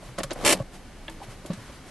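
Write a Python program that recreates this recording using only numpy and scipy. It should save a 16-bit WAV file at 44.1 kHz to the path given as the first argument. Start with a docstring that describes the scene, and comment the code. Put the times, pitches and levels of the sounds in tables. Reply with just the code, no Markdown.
"""A handbrake ratchets on inside a parked car, heard from the dashboard.
The lever clicks as it is gripped and takes up its slack. The pawl rasps over seven ringing steel
teeth in under a tenth of a second while the cable drags and the lever groans, then settles with a thump.
Small knocks, the snap of a catch, a seat creak and cloth rustles follow, over a low rumble and hiss."""
import sys
import numpy as np
from scipy import signal
from scipy.io import wavfile
from scipy.ndimage import uniform_filter1d

SR = 44100
rng = np.random.default_rng(int(sys.argv[2]) if len(sys.argv) > 2 else 0)


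def dump_mix(stems):
    """Bounce the given channels to the path in sys.argv[1] as a 16-bit WAV at rate SR."""
    frames = np.atleast_2d(stems).T  # one column per channel
    limited = np.clip(frames, -1, 1)  # hard clip at full scale
    pcm = np.round(limited * 32767).astype(np.int16)
    wavfile.write(sys.argv[1], SR, pcm)


N = 83790
TIME = np.arange(N) / SR
RING_TIME = TIME[:int(.25 * SR)]  # time axis of one hit

# resonances of the lever and its bracket: f/Hz, width/Hz, lift/dB
BRACKET = [(316, 100, 7), (376, 140, 5.5), (572, 95, 12.5), (615, 42, 8.5), (818, 8.3, 2.5),
           (1246, 30, 2.5)]
# tone colour of the plastic trim: f/Hz, relative density/dB
TRIM = [(100, 15.5), (250, 6.5), (450, -1.5), (900, -3.5), (1700, -4), (2400, -9.5), (3500, -8),
        (6000, -10.5), (12000, -10)]
# stereo width of the noisy hits and rubs: f/Hz, side minus mid/dB
WIDTH = [(25, -2), (60, -20), (130, -0.5), (600, -22.5), (1100, -10), (2100, -19.5), (4000, -7),
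         (12000, -7)]


def ratchet(level_db=-16, t60=0.056, rebound_s=.0052, rebound_db=-3):
    """The pawl drops off each tooth and bounces once, ringing steel coloured by pawl and bracket."""
    # the pawl's drops: t/s, relative level/dB
    teeth = [(0.4488, -1.5), (0.4614, 1), (0.4754, 1.5), (0.4899, 1.5), (0.5029, 1), (.513, -5.5),
             (.524, 2)]
    # tone colour of the steel ratchet: f/Hz, relative density/dB
    steel = [(60, -18), (180, 0), (300, 4.5), (480, -3.5), (950, -1.5), (1800, -2), (3200, -2), (4300, -6),
             (6500, -7), (9000, -7.5), (12000, -11)]
    # resonances of the pawl and toothed plate: f/Hz, width/Hz, lift/dB
    pawl = [(2660, 38, 8), (4450, 45, 5), (5150, 78, 6), (5400, 39, -2), (6280, 44, 2), (6950, 66, 2),
            (8050, 110, 6.5), (9120, 290, 5), (10360, 110, 8)]
    out = np.zeros((2, N))
    common_ring = dense_ring(steel, t60)
    variation = from_db(-4.5)  # the part of the ring that changes from hit to hit
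    for start, db in teeth:
        for delay, loss_db in (0, 0), (rebound_s * rng.uniform(.7, 1.3), rebound_db):
            ring = (common_ring + variation * dense_ring(steel, t60)) / np.hypot(1, variation)
            add(out, start + delay, from_db(level_db + db + loss_db) * ring)
    return resonate(out, BRACKET + pawl)


def lever_groan(start=.448, end=0.546, pitch_hz=608, sag_hz=29.8, jitter_hz=15.66, edge_s=0.0071):
    """A rough friction tone at the bracket's main resonance, sagging and fading along the pull."""
    travel = np.clip((TIME - start) / (end - start), 0, 1)
    gate = np.clip(np.minimum(TIME - start, end - TIME) / edge_s, 0, 1)
    hz = pitch_hz - sag_hz * travel + jitter_hz * wander(count=400)
    return gate * from_db(-24.5 - 7 * travel) * sine(hz)


def cable_drag(start=0.35, peak=0.46, end=0.627, slips_per_s=3300):
    """Tiny slips of the cable swell as the slack is taken up and fade once the lever stops."""
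    # tone colour of the dragging cable: f/Hz, relative density/dB
    colour = [(100, 0), (350, 5), (720, 4), (1200, -6.5), (3000, -13.5), (6000, -20.5), (12000, -24)]
    slips = (rng.random(N) < slips_per_s / SR) * np.sqrt(SR / slips_per_s)
    grain = sum(band for _, band in bands(colour, WIDTH, slips * rng.standard_normal((2, 2, N))))
    swell_db = np.interp(TIME, [start, peak, end], [-47.5, -25.5, -43.5])
    return grain * from_db(swell_db) * (TIME > start) * (TIME < end)


def clicks(attack_s=0.0014):
    """Short contacts in the linkage and trim; small parts sound thin, soft contacts dull."""
    # contacts: t/s, level before filtering/dB, high cut/Hz, low cut/Hz, t60/s
    contacts = [(.024, -31.5, 1310, 540, 0.044), (.179, -29, 4980, 151, 0.096),
                (.184, -22.5, 10000, 383, 0.072), (.2005, -18, 3400, 405, 0.046),
                (.2322, -17.5, 11100, 870, 0.049), (0.2995, -33, 3500, 400, .05),
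                (0.3061, -22, 5760, 373, 0.078), (.314, -23.5, 5760, 370, 0.062),
                (.3302, -22, 12000, 7370, 0.032), (.3572, -28.5, 2030, 294, 0.055),
                (1.0967, -31.5, 11000, 496, 0.027), (1.2, -28, 1100, 700, 0.034),
                (1.447, -34.5, 1210, 400, 0.17), (1.459, -34.5, 12000, 1800, 0.086),
                (1.503, -35.5, 4300, 294, 0.16), (1.532, -32.5, 8600, 1240, .08)]
    out = np.zeros((2, N))
    attack = np.minimum(RING_TIME / attack_s, 1)
    for start, db, top_hz, bottom_hz, t60 in contacts:
        dulled = cut(attack * dense_ring(TRIM, t60), top_hz, "low", order=3)
        add(out, start, from_db(db) * cut(dulled, bottom_hz, "high"))
    return resonate(out, BRACKET)


def thumps(contact_s=0.0019, softness_hz=1490, low_cut_hz=74):
    """Soft blows make the floor pan boom and the console panel knock."""
    # blows on the floor pan: t/s, boom level/dB, boom f/Hz, boom t60/s, knock level/dB
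    blows = [(.085, -37, 127, 0.27, -46), (.183, -29, 187, 0.14, -20), (0.202, -29, 179, 0.087, -23),
             (.24, -31.5, 137, .16, -25), (.525, -20.5, 299, .09, -50), (0.546, -28.5, 186, 0.2, -28),
             (0.5995, -28, 322, 0.046, -20), (0.6033, -17, 127.5, 0.066, -54), (1.082, -41, 325, 0.37, -36),
             (1.282, -31.5, 116, 0.11, -42.5), (1.5004, -17, 177, 0.083, -27.5),
             (1.531, -28, 198, 0.093, -43), (1.574, -33, 113, 0.21, -40), (1.694, -33.5, 69.6, 0.083, -37)]
    # modes of the console panel: f/Hz, relative level/dB, t60/s
    panel_modes = [(544.5, -3, 0.066), (612, -2.5, 0.039), (1118, -13, 0.075)]
    out = np.zeros((2, N))
    knock = modal_ring(panel_modes, contact_s)
    for start, boom_db, hz, t60, knock_db in blows:
        boom = modal_ring([(hz, boom_db, t60)], contact_s)
        add(out, start, boom + from_db(knock_db) * knock)
    return cut(cut(out, softness_hz, "low"), low_cut_hz, "high")


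def catch_snap(start=1.0802, level_db=-33.5, top_hz=3860):
    """A small metal catch snaps, rings briefly and rattles the trim around it."""
    # modes of the catch: f/Hz, relative level/dB, t60/s
    modes = [(895, -7, 0.13), (1630, -7, 0.055), (1720, -1, 0.057), (1950, -11, 0.041), (2400, -13, .04),
             (2760, 2, 0.027), (3210, 2.5, 0.032), (3390, 0, 0.032), (3560, -1, 0.025)]
    out = np.zeros((2, N))
    rattle = from_db(4) * cut(dense_ring(TRIM, t60=0.089), 670, "high")
    add(out, start, from_db(level_db) * (modal_ring(modes, attack_s=0.0011) + rattle))
    return cut(out, top_hz, "low", order=6)


def seat_creak(hz=850, width_hz=190, level_db=-40.5):
    """Friction in the seat sounds one narrow resonance for a moment."""
    sos = signal.butter(2, [hz - width_hz / 2, hz + width_hz / 2], "band", fs=SR, output="sos")
    tone = signal.sosfilt(sos, rng.standard_normal(N))
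    return from_db(level_db) * tone / tone.std() * swell(peak_s=1.222, sigma_s=0.0073)


def rustles():
    """Sleeve and seat rub in brief, soft swells of noise."""
    # rubs: peak t/s, sigma/s, level/dB
    rubs = [(0.062, 0.039, -49.5), (0.751, 0.018, -46.5), (1.119, 0.011, -49.5), (1.239, 0.011, -45),
            (1.317, 0.023, -47), (1.895, 0.03, -48.5)]
    # tone colour of the cloth: f/Hz, relative density/dB
    cloth = [(150, 4), (600, 8), (1200, 2.5), (3000, -3.5), (8000, -9), (12000, -10)]
    return noise(cloth, N) * sum(from_db(db) * swell(peak, sigma) for peak, sigma, db in rubs)


def background(air_db=-45.5, hiss_above_hz=900, rumble_hz=27.7, waver_hz=1.9):
    """A bed of cabin noise with a slowly changing hiss, over a wavering deep rumble."""
    # tone colour of the cabin noise: f/Hz, relative density/dB
    air_colour = [(12, -30), (20, -5), (53, -4.5), (82, -11), (143, -8), (326, -14), (499, -18), (555, -24),
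                  (651, -14.5), (764, -28), (970, -21), (1570, -22.5), (2150, -25), (4660, -32),
                  (11500, -38.5), (15000, -66), (22000, -120)]
    # its stereo width: f/Hz, side minus mid/dB
    air_width = [(25, -20), (60, -19.5), (150, -18), (350, -11), (860, -14), (2070, -14.5), (5000, -2.5),
                 (12000, -8.5)]
    # envelope of the hiss: t/s, relative level/dB
    hiss_level = [(0, -2), (.17, -0.5), (.55, 0.5), (.68, -3), (.8, -1.5), (.95, -1.5), (1.2, 0),
                  (1.42, -0.5), (1.6, 2.5), (1.75, 2.5), (1.82, -0.5), (1.9, -0.5)]
    # envelope of the rumble: t/s, level/dB
    rumble_level = [(0, -61), (.25, -45), (.9, -48.5), (1.3, -48), (1.9, -57.5)]
    hiss_gain = from_db(np.interp(TIME, *np.transpose(hiss_level)))
    rumble_gain = from_db(np.interp(TIME, *np.transpose(rumble_level)))
    white = rng.standard_normal((2, 2, N + SR // 4))  # pre-roll lets the low bands settle
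    air = sum(band[:, -N:] * (hiss_gain if hz > hiss_above_hz else 1)
              for hz, band in bands(air_colour, air_width, white))
    rumble = sine(rumble_hz + waver_hz * wander(count=20))
    return from_db(air_db) * air + rumble_gain * rumble


def cabin_reflections(x, above_hz=4300):
    """Early reflections off the windscreen and dashboard comb the treble."""
    # reflections: delay/s, level/dB
    reflections = [(.0011, -27), (.0024, -10.5), (.0037, -10.5)]
    treble = cut(x, above_hz, "high")
    out = x.copy()
    for delay, db in reflections:
        add(out, delay, from_db(db) * treble)
    return out


def dense_ring(spectrum, t60):
    """Response of a part with countless close modes to one blow."""
    return noise(spectrum, len(RING_TIME)) * from_db(-60 * RING_TIME / t60)


def modal_ring(modes, attack_s):
    """Response of a few distinct modes to one blow, building up over the time of contact."""
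    t = RING_TIME
    ring = sum((-1) ** k * from_db(db - 60 * t / t60) * np.sin(2 * np.pi * hz * t)
               for k, (hz, db, t60) in enumerate(modes))
    return ring * np.minimum(t / attack_s, 1)


def resonate(x, resonances):
    """Parallel bell filters lift or dip each resonance in a flat response."""
    out = x
    for hz, width_hz, lift_db in resonances:
        radius = np.exp(-np.pi * width_hz / SR)
        forward = np.array([1, 0, -1]) * (1 - radius ** 2) / 2
        feedback = [1, -2 * radius * np.cos(2 * np.pi * hz / SR), radius ** 2]
        out = out + (from_db(lift_db) - 1) * signal.lfilter(forward, feedback, x + 1e-18)
    return out


def bands(spectrum, width, white):
    """Half-octave stereo bands, each with its centre, from white noise (even/odd band, mid/side, time)."""
    edges = 18 * 2 ** (np.arange(20) / 2)
    centres = np.sqrt(edges[:-1] * edges[1:])
    gains = from_db(at_hz(spectrum, centres))
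    gains /= np.sqrt(np.sum(gains ** 2 * np.diff(edges)) * 2 / SR)
    for k, hz in enumerate(centres):
        sos = signal.butter(2, edges[k:k + 2], "band", fs=SR, output="sos")
        mid, side = gains[k] * signal.sosfilt(sos, white[k % 2])
        yield hz, mid + from_db(at_hz(width, hz)) * np.array([side, -side])


def noise(spectrum, size):
    """Coloured stereo noise of rms near 1."""
    return sum(band for _, band in bands(spectrum, WIDTH, rng.standard_normal((2, 2, size))))


def sine(hz):
    """A tone of rms 1 that follows a pitch curve."""
    return np.sqrt(2) * np.sin(2 * np.pi * np.cumsum(hz) / SR)


def swell(peak_s, sigma_s):
    """Bell-shaped envelope."""
    return np.exp(-((TIME - peak_s) / sigma_s) ** 2 / 2)


def wander(count):
    """Drift of spread near 1 through a number of random points."""
    return np.interp(TIME, np.linspace(0, TIME[-1], count), rng.standard_normal(count))


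def from_db(db):
    """Decibels to gain."""
    return 10 ** (np.asarray(db) / 20)


def at_hz(points, hz):
    """Read a spectrum on a log-frequency axis."""
    f, value = np.transpose(points)
    return np.interp(np.log(hz), np.log(f), value)


def cut(x, hz, kind, order=2):
    """Low- or high-pass."""
    return signal.sosfilt(signal.butter(order, hz, kind, fs=SR, output="sos"), x + 1e-18)


def add(out, start, sound):
    """Mix a sound in at a time in seconds."""
    i = int(start * SR)
    out[:, i:i + sound.shape[-1]] += sound[..., :max(N - i, 0)]


def scene():
    """The handbrake, the small noises around it and the bed, all in the same cabin."""
    handbrake = ratchet() + lever_groan() + cable_drag() + clicks()
    mix = handbrake + catch_snap() + seat_creak() + thumps() + rustles() + background()
    return cabin_reflections(mix)


def record(dry, limit_db=-15, window_s=0.0039, release_db_per_s=8.5, top_hz=11780):
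    """A fast limiter with a slow release holds the loudest sound down; a steep low-pass cuts the top."""
    power = uniform_filter1d(np.mean(dry ** 2, axis=0), int(window_s * SR))
    over_db = np.maximum(10 * np.log10(np.abs(power) + 1e-12) - limit_db, 0)
    release_db = release_db_per_s * TIME
    reduction_db = np.maximum.accumulate(over_db + release_db) - release_db
    low_pass = signal.ellip(12, .1, 80, top_hz, fs=SR, output="sos")
    return signal.sosfilt(low_pass, dry * from_db(-reduction_db))


dry = scene()
out = record(dry)
dump_mix(out)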